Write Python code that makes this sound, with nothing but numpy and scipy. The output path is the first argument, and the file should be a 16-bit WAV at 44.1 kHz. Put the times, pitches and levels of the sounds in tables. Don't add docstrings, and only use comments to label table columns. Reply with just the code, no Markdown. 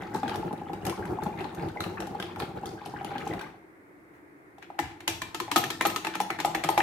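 import sys
import numpy as np
from scipy import signal
from scipy.fft import rfft, irfft, next_fast_len
from scipy.io import wavfile
from scipy.ndimage import map_coordinates

SR = 44100
rng = np.random.default_rng(int(sys.argv[2]) if len(sys.argv) > 2 else 0)


def transcribe(signal):
    frames = np.atleast_2d(signal).T
    limited = np.clip(frames, -1, 1)
    pcm = np.round(limited * 32767).astype(np.int16)
    wavfile.write(sys.argv[1], SR, pcm)


N = 300762

# time_s, level_db
SWIRL_LEVEL = [(0, -38.5), (.4, -44.5), (1.3, -39.5), (2.3, -44), (3.4, -41), (3.52, -50.5), (3.7, -77)]
# start_s, hold_s, weight_db, splash_db, spray_db
WAVE_CUES = [(0.01, 0.022, -42, -32, -61), (0.14, 0.017, -34, -31, -35), (0.279, .01, -37, -34, -41),
             (0.335, 0.18, -34.5, -34, -38), (0.52, 0.017, -41, -49, -60), (0.744, 0.015, -36.5, -34, -63),
             (0.85, 0.015, -28, -32, -45), (0.874, .02, -45, -27, -45), (0.993, 0.0088, -30, -44, -56),
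             (1.057, 0.072, -30.5, -37, -55), (1.228, 0.037, -32.5, -47, -52),
             (1.396, 0.022, -32.5, -30.5, -44), (1.594, 0.066, -34, -33, -57.5),
             (1.816, 0.14, -33.5, -34, -36), (2, 0.069, -36, -44, -50), (2.201, 0.039, -41, -37, -42),
             (2.387, 0.047, -33, -35, -38), (2.557, 0.0077, -32, -52, -59),
             (2.66, 0.023, -38.5, -34, -38.5), (2.852, 0.0078, -60, -58, -44), (3.03, 0.097, -39, -38, -51),
             (3.2, 0.036, -42, -32, -42), (3.256, 0.067, -36, -52, -43), (3.377, 0.011, -36.5, -31, -54)]
# time_s, level_db
CRACKLE_LEVEL = [(0, -46.5), (.35, -47.5), (.6, -54.5), (.8, -50), (1.1, -48), (2, -51), (2.75, -55),
                 (2.95, -49), (3.2, -45), (3.4, -48), (3.52, -64), (3.7, -85), (4.55, -85), (4.8, -57),
                 (5.3, -58), (5.6, -72), (6.8, -47)]
# start_s, slap_db, snap_db, spit_db
SPLAT_CUES = [(.02, -39.5, -58, -57), (.147, -37.5, -44, -50), (0.159, -46, -54, -49),
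              (0.232, -34.5, -47, -66), (0.279, -42, -40.5, -54), (.294, -34.5, -39.5, -51),
              (0.344, -44, -47, -58), (0.357, -37.5, -45, -44.5), (.528, -44, -55, -54.5),
              (.578, -58, -57, -68), (.733, -43, -47.5, -53), (0.852, -39, -43, -40.5),
              (.866, -32.5, -39, -37.5), (.896, -36, -39, -39.5), (1.054, -55, -56, -51.5),
              (1.235, -45, -50, -46.5), (1.265, -41.5, -51, -67), (1.389, -46, -50, -61),
              (1.407, -40, -47, -60), (1.443, -40, -45, -62), (1.548, -49, -55, -51),
              (1.686, -57, -50.5, -56.5), (1.805, -32, -34.5, -41.5), (1.839, -36, -39, -50),
              (2.003, -39, -45, -42.5), (2.022, -36, -47, -62), (2.07, -46, -51, -51),
              (2.2, -33.5, -38, -47), (2.225, -37, -36.5, -50), (2.36, -39, -54, -57),
              (2.4, -33.5, -37.5, -44.5), (2.421, -37, -41, -60), (2.657, -44, -45, -44.5),
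              (2.859, -54, -45.5, -48.5), (3.046, -44, -42.5, -46.5), (3.181, -41, -41, -52),
              (3.275, -50, -50, -46.5), (3.336, -35, -49, -55), (3.393, -39, -46, -53),
              (3.413, -42, -47.5, -51)]
# start_s, level_db, pitch_hz
GLUG_CUES = [(0.118, -39, 842), (0.147, -22.5, 842), (0.231, -20, 832), (0.257, -31, 866),
             (0.314, -26, 880), (0.347, -28.5, 860), (0.428, -27, 830), (0.509, -28, 840),
             (0.534, -33, 820), (0.614, -29, 827), (0.696, -29, 818), (0.732, -31.5, 856),
             (0.868, -31.5, 753), (1.186, -26, 837), (1.261, -23, 849), (1.407, -28, 804), (1.45, -27, 860),
             (1.628, -28.5, 798), (1.762, -30.5, 824), (1.86, -42, 855), (2.021, -30, 730),
             (2.07, -33.5, 820), (2.148, -26.5, 830), (2.367, -35, 835), (2.43, -32, 830),
             (2.633, -28, 805), (2.815, -35, 830), (2.86, -30, 814), (2.938, -28, 814), (3.011, -30.5, 840),
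             (3.045, -30.5, 840), (3.115, -29, 800), (3.153, -27, 826), (3.267, -24.5, 832),
             (3.334, -35, 710)]
# start_s, length_s, centre_hz, level_db
GURGLE_CUES = [(0.277, 0.021, 1900, -36.5), (0.548, 0.016, 1870, -49), (1.021, .022, 1570, -41),
               (1.262, 0.022, 1920, -50), (1.37, .045, 2210, -38), (1.569, 0.063, 1590, -44),
               (1.97, 0.023, 1390, -33), (2.568, 0.022, 1450, -42), (2.945, 0.055, 1600, -37),
               (3.122, 0.044, 1400, -41), (3.203, 0.02, 2020, -38.5)]
# start_s, pitch_hz, level_db
PLIP_CUES = [(.278, 1580, -37), (.668, 1290, -44), (1.025, 1580, -36.5), (1.772, 2070, -35),
             (1.806, 1336, -31.5), (1.982, 2530, -41.5), (2.199, 1580, -31.5), (2.779, 1580, -44),
             (2.965, 1620, -39), (3.16, 1580, -39), (3.311, 2000, -40), (3.328, 1980, -40),
             (3.41, 1570, -36)]
# start_s, boom_db
JOLT_CUES = [(0.869, -37), (1.603, -38), (1.843, -43), (4.805, -40), (5.085, -38.5), (5.228, -49),
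             (5.41, -44), (5.561, -57), (5.859, -54)]
# start_s, strength_db, hollow_db, wall_db, hardness_db, hollow_hz
KNOCK_CUES = [(4.582, -59.5, 12, -7, -4, 785), (4.625, -53, -5, -18, -8, 830),
              (4.702, -58.5, 22, 7, -10, 820), (4.79, -29, 5, -5.5, -9, 842),
              (5.005, -45, -8, -14.5, -7, 830), (5.078, -27, -1, -10, 1.5, 870),
              (5.218, -33, 1, -26, -4, 1032), (5.346, -36.5, -0.5, 4, 0.5, 880),
              (5.401, -33.5, 3.5, 0, -2.5, 1018), (5.48, -51.5, 17.5, 0, -14, 833),
              (5.515, -28.5, 3, -10, -2.5, 1008), (5.56, -26, 5, 7.5, 1, 804), (5.564, -27.5, 3, 6, 1, 820),
              (5.576, -34, 5, 2, 0, 830), (5.639, -30, -8, -6, -5, 836), (5.703, -31, -8, -1, -2, 990),
              (5.81, -25, 1, -3.5, -8.5, 1030), (5.852, -29.5, 8, 8.5, -2.5, 802),
              (5.858, -30, 2, 8, -5, 820), (5.871, -54, 11, -6, -2, 830), (5.9, -36.5, -6, -7, -2.5, 830),
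              (5.961, -33, 0, 8, 2, 1010), (6.048, -30.5, -1.5, -8, -8.5, 890),
              (6.069, -31.5, 2.5, -14, -8, 849), (6.153, -34, 3, 0, -4, 864),
              (6.202, -33, 13, 0.5, -2, 850), (6.303, -30, -2.5, 0, -10, 810),
              (6.388, -37, -3, -5, -11, 830), (6.401, -34, 4, -6, -0.5, 848),
              (6.448, -31.5, 14, 6.5, -3, 828), (6.548, -28, 4.5, -7, -8, 810),
              (6.638, -30, -5, -6, -4.5, 730), (6.645, -38.5, 11, 8, -1, 775),
              (6.689, -31, 14, 3, -1.5, 842), (6.777, -26, 10.5, -4, -7, 830),
              (6.793, -48.5, 26.5, 14, -12, 820), (6.804, -28, 2, -11, -20, 850)]
# start_s, length_s, level_db
SCRAPE_CUES = [(4.619, 0.036, -47.5), (4.816, 0.13, -48), (5.59, .05, -55), (5.886, 0.046, -51),
               (6.075, 0.037, -49), (6.138, 0.015, -34), (6.39, 0.032, -39), (6.593, 0.03, -47),
               (6.652, 0.03, -43)]
# start_s, tick_db
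REBOUND_CUES = [(4.798, -41), (5.097, -37), (5.525, -46), (5.712, -53), (5.82, -38), (6.213, -38),
                (6.456, -35.5), (6.56, -53), (6.788, -39)]
# start_s, bowl_hz, ring_db
CLINK_CUES = [(5.578, 8230, -32), (5.867, 8296, -31), (6.552, 8600, -46), (6.701, 8877, -40)]

# centre_hz, width_hz, level_db
BASIN_MODES = [(102.4, 34, 2), (173, 43, -3.5), (188, 29, -12), (333.2, 54, 9.5), (444, 45, -7.5)]
# pitch_ratio, level_db, t60_s
HOLLOW_MODES = [(1, 0, 0.044), (.89, -8, 0.038), (1.19, -9.5, 0.038)]
# pitch_hz, level_db, t60_s
WALL_MODES = [(1249, 2, 0.039), (1319, -8.5, 0.073), (1127, -3, 0.019)]
GLASS_MODES = [(1696, -3, 0.047), (1810, 9, 0.032), (2035, 9, 0.02), (2195, 3.5, 0.041), (2354, 1.5, 0.057),
               (2630, 2.5, 0.025)]
SPOON_MODES = [(4190, -0.5, 0.04), (6600, -7, 0.02), (7300, -2, 0.027), (11360, 4, 0.038),
               (12300, -9, 0.026), (13200, 0, 0.05), (13780, -5, .025), (14150, -9, .035)]

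# frequency_hz, level_db
ROOM_TONE_EQ = [(25, -49), (58, -18), (120, -12.5), (240, -14), (330, -2.5), (500, -15), (800, -17),
                (1150, -18.5), (2150, -18), (3000, -41), (6000, -46.5), (9000, -42.5), (14000, -45.5),
                (16000, -54)]
HUM_EQ = [(230, -27.5), (295, 11.5), (365, 1.5), (470, -36)]
CHURN_EQ = [(25, -53), (45, -3), (80, -3.5), (110, -2), (190, 3), (250, -3.5), (380, -1), (520, -5),
            (680, -5.5), (820, 4.5), (1050, -13), (1350, -9), (2000, -39)]
TICK_EQ = [(3000, -38), (5200, 1.5), (6500, 4), (8200, 0.5), (9500, -2), (12000, -0.5), (14500, -8),
           (16000, -15)]
CLACK_EQ = [(300, -36.5), (700, 2), (1200, 1), (1700, 2), (2400, -5.5), (3000, -14), (4500, -35)]
SNAP_EQ = [(1700, -29.5), (2600, 0), (3300, 1), (4200, -1), (5200, -9.5), (7500, -35)]
SPIT_EQ = [(3500, -39), (5500, 3), (8000, 0), (12000, 0.5), (14500, -8), (16000, -16)]
THUD_EQ = [(35, -77), (90, -15.5), (150, -5.5), (210, -2.5), (330, -1), (480, -4), (800, -44.5)]
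BOOM_EQ = [(35, -61), (58, -11), (100, 1), (180, -2), (280, -3), (450, -42)]
RUSTLE_EQ = [(700, -20), (1600, 3), (4000, -24)]
SCRAPE_EQ = [(500, -32), (1000, 1), (1700, 8.5), (2600, 3.5), (4000, -5), (7000, -15), (12000, -35),
             (16000, -32)]

# frequency_hz, t60_s
KITCHEN_DECAY = [(100, 1), (330, 0), (800, 0.61), (2000, 0.37), (5000, 0.44), (13000, 0.35)]
# frequency_hz, level_db
KITCHEN_EQ = [(100, 11.5), (330, 2), (550, 2), (850, -7), (1200, -7.5), (2000, -3.5), (5000, -3.5),
              (13000, -7)]
# frequency_hz, correlation
STEREO_LIKENESS = [(60, 0.92), (290, 0.97), (640, 0.49), (1400, 0.15), (3100, 0.015), (15000, 0.16)]
ROOM_TONE_LIKENESS = [(60, 0.86), (130, 0.77), (290, 0.77), (640, 0.36), (1410, -0.44), (3100, -0.065),
                      (6820, -0.0097), (15000, 0.093)]
# frequency_hz, left_over_right_db
JAR_PAN = [(60, 0.84), (300, 1.1), (700, 2.2), (2400, 2.9), (4500, 1.3), (9000, 1.2), (15000, 7)]


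def amp(db):
    return 10 ** (np.asarray(db) / 20)


def unit(x):
    return x / np.sqrt(np.mean(x ** 2) + 1e-20)


def punch(x):
    return x / np.sqrt(np.mean(x[..., :int(.015 * SR)] ** 2) + 1e-20)


def along(points, hz):
    point_hz, values = np.transpose(points)
    return np.interp(np.log(hz + 1), np.log(point_hz + 1), values)


def wobble(knots_per_s):
    knots = rng.standard_normal(int(N * knots_per_s / SR) + 4)
    return map_coordinates(knots, [np.arange(N) * knots_per_s / SR])


def filtered(x, response):
    n = x.shape[-1]
    padded = next_fast_len(n + min(n // 2, 8192))
    return irfft(rfft(x, padded) * response(np.fft.rfftfreq(padded, 1 / SR)), padded)[..., :n]


def coloured(x, eq, size=4096):
    cepstrum = irfft(np.log(amp(along(eq, np.fft.rfftfreq(size, 1 / SR)))))
    fold = np.r_[1, np.full(size // 2 - 1, 2), np.zeros(size // 2)]
    kernel = irfft(np.exp(rfft(cepstrum * fold)))
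    return signal.fftconvolve(x, kernel[None], axes=1)[:, :x.shape[1]]


def paired(x, likeness):
    turn = lambda hz: np.arccos(np.clip(along(likeness, hz), -1, 1)) / 2
    mid, side = filtered(x, lambda hz: np.array([np.cos(turn(hz)), np.sin(turn(hz))]))
    return np.array([mid + side, mid - side])


def stereo_noise(samples, likeness=STEREO_LIKENESS):
    return paired(rng.standard_normal((2, samples)), likeness)


def add(track, start_s, sound):
    first = max(round(start_s * SR), 0)
    n = min(sound.shape[1], N - first)
    track[:, first:first + n] += sound[:, :n]


def ring(modes, attack_s, scatter_db, width_rad, detune):
    t = np.arange(SR // 8) / SR
    hz, db, t60_s = np.transpose(modes)[:, :, None]
    chance = rng.standard_normal((5, len(modes), 1))
    pitch_hz = hz * (1 + detune * chance[4])
    stereo_phase = chance[0] + width_rad * chance[1:3]
    decay = amp(db + scatter_db * chance[3] - 60 * t / t60_s)
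    partials = decay * np.sin(2 * np.pi * pitch_hz * t + stereo_phase)
    return punch(partials.sum(1) * (1 - np.exp(-t / attack_s)))


def burst(eq, t60_s, uneven_db=0):
    t = np.arange(SR // 8) / SR
    puff = coloured(stereo_noise(len(t)) * amp(-60 * t / t60_s), eq)
    ripple = np.clip(rng.standard_normal(64), -1.5, 1.5)
    return punch(filtered(puff, lambda hz: amp(uneven_db * map_coordinates(ripple, [126 * hz / SR]))))


def ambience():
    air = unit(coloured(stereo_noise(N, ROOM_TONE_LIKENESS), ROOM_TONE_EQ))
    hum = unit(coloured(stereo_noise(N), HUM_EQ))
    return amp(-54.5) * air + amp(-62) * hum


def swirl_db(t):
    return np.interp(t, *np.transpose(SWIRL_LEVEL), right=-120)


def swells(rest_db, starts_s, peaks_db, holds_s, rise_s, ebb_db_per_s):
    t, power = np.arange(N) / SR, amp(rest_db) ** 2
    for start_s, peak_db, hold_s in np.broadcast(starts_s, peaks_db, holds_s):
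        build = np.clip(1 + (t - start_s) / rise_s, 0, 1)
        ebb = amp(peak_db - ebb_db_per_s * np.maximum(t - start_s - hold_s, 0))
        power += (build * ebb) ** 2
    return np.sqrt(power)


def basin(x, wash):
    def panels(hz):
        return sum(amp(db) * 1j * hz * width_hz / (centre_hz ** 2 - hz ** 2 + 1j * hz * width_hz)
                   for centre_hz, width_hz, db in BASIN_MODES)
    return filtered(x, lambda hz: wash + panels(hz))


def churn():
    starts_s, holds_s, weight_db, _, _ = np.transpose(WAVE_CUES)
    calm_db = swirl_db(np.arange(N) / SR)
    envelope = swells(calm_db, starts_s, weight_db, holds_s, rise_s=0.024, ebb_db_per_s=196)
    surge = stereo_noise(N) * amp(3.15 * wobble(45))
    return amp(-1.5) * envelope * unit(basin(coloured(surge, CHURN_EQ), wash=0.77))


def bubbles(per_s, centre_hz, spread_octaves, cycles, scatter_db, rise, samples):
    when, pitch, strength, side = rng.random((int(per_s * N / SR), 4)).T[:, :, None]
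    hz = centre_hz * 2 ** (spread_octaves * (2 * pitch - 1))
    age = np.arange(samples) / SR * hz / cycles
    gain = amp(-scatter_db * np.log(1 - .98 * strength)) * np.sqrt(centre_hz / hz)
    envelope = gain * np.exp(-3 * age) * (1 - np.exp(-age * cycles * 2))
    phase = 2 * np.pi * cycles * age * (1 + rise * np.minimum(age, 2) / 2)
    slots = ((when * N).astype(int) + np.arange(samples)).ravel()
    channels = [envelope * np.sin(phase + width_rad * (side - .5)) for width_rad in (-2, 2)]
    return unit(np.array([np.bincount(slots, tones.ravel(), N + samples)[:N] for tones in channels]))


def froth():
    starts_s, _, _, splash_db, _ = np.transpose(WAVE_CUES)
    calm_db = swirl_db(np.arange(N) / SR) - 10.5
    envelope = swells(calm_db, starts_s, splash_db - 9.5, holds_s=0, rise_s=0.0073, ebb_db_per_s=120)
    return envelope * bubbles(per_s=330, centre_hz=1452, spread_octaves=0.98, cycles=21,
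                              scatter_db=6, rise=0.13, samples=900)


def spray():
    starts_s, _, _, _, spray_db = np.transpose(WAVE_CUES)
    calm_db = swirl_db(np.arange(N) / SR) - 24.5
    envelope = swells(calm_db, starts_s, spray_db - 10, holds_s=0, rise_s=0.0043, ebb_db_per_s=175)
    droplets = bubbles(per_s=260, centre_hz=8570, spread_octaves=0.92, cycles=5,
                       scatter_db=3.5, rise=0, samples=60)
    mist = unit(coloured(rng.standard_normal((2, N)), TICK_EQ))
    return envelope * (amp(-2.5) * droplets + amp(-7) * mist)


def crackle():
    level_db = np.interp(np.arange(N) / SR, *np.transpose(CRACKLE_LEVEL))
    pops = bubbles(per_s=650, centre_hz=2195, spread_octaves=1.07, cycles=9.4,
                   scatter_db=3.5, rise=0.13, samples=300)
    clumps = amp(9.9 * np.tanh(wobble(45)))
    return amp(level_db) * unit(pops * clumps)


def splats():
    out = np.zeros((2, N))
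    for start_s, slap_db, snap_db, spit_db in SPLAT_CUES:
        clack = amp(slap_db - 1.5) * burst(CLACK_EQ, t60_s=0.033, uneven_db=0.5)
        wall = ring(WALL_MODES, attack_s=0.0005, scatter_db=7, width_rad=0.5, detune=0.039)
        snap = amp(snap_db) * burst(SNAP_EQ, t60_s=0.025, uneven_db=4.5)
        spit = amp(spit_db) * burst(SPIT_EQ, t60_s=0.041, uneven_db=4)
        add(out, start_s, clack + amp(slap_db - 9) * wall + snap + spit)
    return out


def glugs():
    out, spacing_s = np.zeros((2, N)), .085
    beats_s = np.arange(0, SWIRL_LEVEL[-1][0], spacing_s)
    lesser = [(beat_s + spacing_s * late, swirl_db(beat_s) + 6 - 7 * weak, 720 + 200 * high)
              for beat_s, (late, weak, high) in zip(beats_s, rng.random((100, 3)))]
    for start_s, db, hz in list(GLUG_CUES) + lesser:
        air_modes = [(hz, 0, 0.032), (1.198 * hz, -6, .018), (0.803 * hz, -7, .018)]
        hollow = ring(air_modes, attack_s=0.0053, scatter_db=1.5, width_rad=0.15, detune=0.021)
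        add(out, start_s, amp(db - 3.5) * hollow + amp(db - 12.5) * burst(THUD_EQ, t60_s=0.043))
    return out


def gurgles(count=11, scatter_octaves=0.87, climb_octaves=0.2, cycles=18):
    out, t = np.zeros((2, N)), np.arange(SR // 25) / SR
    for start_s, length_s, centre_hz, db in GURGLE_CUES:
        for k, (late, high, weak) in enumerate(rng.random((count, 3))):
            progress = (k + late) / count
            hz = centre_hz * 2 ** (scatter_octaves * (high - .5) + climb_octaves * (progress - .5))
            envelope = amp(-60 * t * hz / cycles) * (1 - np.exp(-t * hz))
            phase = 2 * np.pi * hz * t * (1 + 5 * t) + 0.98 * rng.standard_normal((2, 1))
            bubble = punch(envelope * np.sin(phase))
            add(out, start_s + progress * length_s, amp(db - 7 - 14 * weak) * bubble)
    return out


def plips(cycles=42, rise_per_s=0.6, jostle_rad=.04):
    out, t = np.zeros((2, N)), np.arange(SR // 16) / SR
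    for start_s, hz, db in PLIP_CUES:
        envelope = amp(-60 * t * hz / cycles) * (1 - np.exp(-t * hz / 2))
        phase = 2 * np.pi * hz * t * (1 + rise_per_s * t) + .5 * rng.standard_normal((2, 1))
        phase += jostle_rad * np.cumsum(rng.standard_normal(len(t)))
        add(out, start_s, amp(db - 2.5) * punch(envelope * np.sin(phase)))
    return out


def jolts():
    out = np.zeros((2, N))
    for start_s, boom_db in JOLT_CUES:
        add(out, start_s, amp(boom_db - 8) * burst(BOOM_EQ, t60_s=0.11))
    return basin(out, wash=0.38)


def rustle(peak_s=4.155, width_s=.032):
    hiss = unit(coloured(rng.standard_normal((2, N)), RUSTLE_EQ))
    return amp(-59) * hiss * np.exp(-((np.arange(N) / SR - peak_s) / width_s) ** 2)


def knocks():
    out, thuds = np.zeros((2, N)), np.zeros((2, N))
    for start_s, db, hollow_db, wall_db, hardness_db, hollow_hz in KNOCK_CUES:
        air_modes = [(ratio * hollow_hz, level_db, t60_s) for ratio, level_db, t60_s in HOLLOW_MODES]
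        hollow = ring(air_modes, attack_s=0.0011, scatter_db=1, width_rad=0.45, detune=0.009)
        wall = ring(WALL_MODES, attack_s=0.00039, scatter_db=1.5, width_rad=0.33, detune=0.011)
        glass = ring(GLASS_MODES, attack_s=0.000083, scatter_db=5.5, width_rad=0.95, detune=0.0065)
        clack_db = db - 0.37 * hardness_db
        body = amp(db + hollow_db) * hollow + amp(db + wall_db - 2.5) * wall + amp(clack_db - 3) * glass
        clack = amp(clack_db - 4) * burst(CLACK_EQ, t60_s=0.033, uneven_db=-1)
        snap = amp(db + 0.85 * hardness_db + 1) * burst(SNAP_EQ, t60_s=0.038, uneven_db=1)
        tick = amp(db + hardness_db - 1.5) * burst(TICK_EQ, t60_s=0.043, uneven_db=3)
        add(out, start_s, body + clack + snap + tick)
        add(out, start_s - .004, amp(clack_db - 13.5) * burst(CLACK_EQ, t60_s=0.07))
        thud_db = min(-10.5 + 0.73 * db + 0.24 * hollow_db + 0.28 * wall_db, db)
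        add(thuds, start_s, amp(thud_db - 7.5) * burst(THUD_EQ, t60_s=0.1))
        add(out, start_s, amp(min(thud_db, -38.5) - 4) * basin_note())
    return out + basin(thuds, wash=0.39)


def basin_note(pitch_hz=333, t60_s=0.47, attack_s=0.0077):
    t = np.arange(SR // 2) / SR
    envelope = amp(-60 * t / t60_s) * (1 - np.exp(-t / attack_s))
    note = envelope * np.sin(2 * np.pi * pitch_hz * rng.normal(1, 0.013) * t)
    return np.array([note, note])


def scrapes(slips_per_s=390, fade_db=16):
    out = np.zeros((2, N))
    for start_s, length_s, db in SCRAPE_CUES:
        progress = np.linspace(0, 1, int(length_s * SR))
        grip = np.interp(progress * length_s * slips_per_s, np.arange(200), rng.random(200))
        stroke = np.minimum(1, 8 * progress * (1 - progress)) * amp(-fade_db * progress + 19 * grip)
        rub = coloured(stereo_noise(SR // 4)[:, :len(stroke)] * stroke, SCRAPE_EQ)
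        add(out, start_s, amp(db) * unit(rub))
    return out


def clinks():
    out = np.zeros((2, N))
    for start_s, tick_db in REBOUND_CUES:
        add(out, start_s, amp(tick_db) * burst(TICK_EQ, t60_s=0.042, uneven_db=5.5))
    for start_s, bowl_hz, ring_db in CLINK_CUES:
        modes = SPOON_MODES + [(bowl_hz, 2, .04)]
        steel = ring(modes, attack_s=0.0019, scatter_db=6, width_rad=0.44, detune=0.001)
        sizzle = burst(SPIT_EQ, t60_s=0.06, uneven_db=7)
        add(out, start_s, amp(ring_db + 3) * steel + amp(ring_db - 7) * sizzle)
    return out


def kitchen(x, blocks=30):
    out, step = np.zeros((2, N)), N // blocks + 1
    for start in range(0, N, step):
        for side in x:
            hz, t, noise = signal.stft(rng.standard_normal((2, SR * 2 // 5)), SR, nperseg=256)
            fade = amp(-60 * t / along(KITCHEN_DECAY, hz)[:, None]) * (1 - np.exp(-t / 0.00057))
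            fade *= 1 + 0.18 * np.exp(-((t - .015) / 0.0036) ** 2)
            fade /= np.sqrt(2 * np.sum(fade ** 2, 1, keepdims=True) * t[1] * SR)
            bands = noise * fade * amp(along(KITCHEN_EQ, hz))[:, None]
            tail = paired(signal.istft(bands, SR, nperseg=256)[1], STEREO_LIKENESS)
            add(out, start / SR, signal.fftconvolve(side[None, start:start + step], tail, axes=1))
    return out


def scene():
    rumble = churn()
    liquid = froth() + spray() + crackle() + splats() + glugs() + gurgles() + plips()
    near = liquid + rustle() + scrapes() + clinks() + jolts()
    direct = amp(-4) * (near + knocks())
    echo = amp(-3) * kitchen(near + knocks())
    side, left_lead_s = np.array([[.5], [-.5]]), .00002
    pan = lambda hz: amp(side * along(JAR_PAN, hz)) * np.exp(2j * np.pi * hz * side * left_lead_s)
    return filtered(direct + echo + rumble, pan) + ambience()


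def record(dry):
    low_cut_hz, high_cut_hz = 33, 15800
    low_cut = lambda hz: hz ** 2 / np.sqrt(hz ** 4 + low_cut_hz ** 4)
    high_cut = lambda hz: 1 / np.sqrt(1 + (hz / high_cut_hz) ** 160)
    return filtered(dry, lambda hz: low_cut(hz) * high_cut(hz))


dry = scene()
out = record(dry)
transcribe(out)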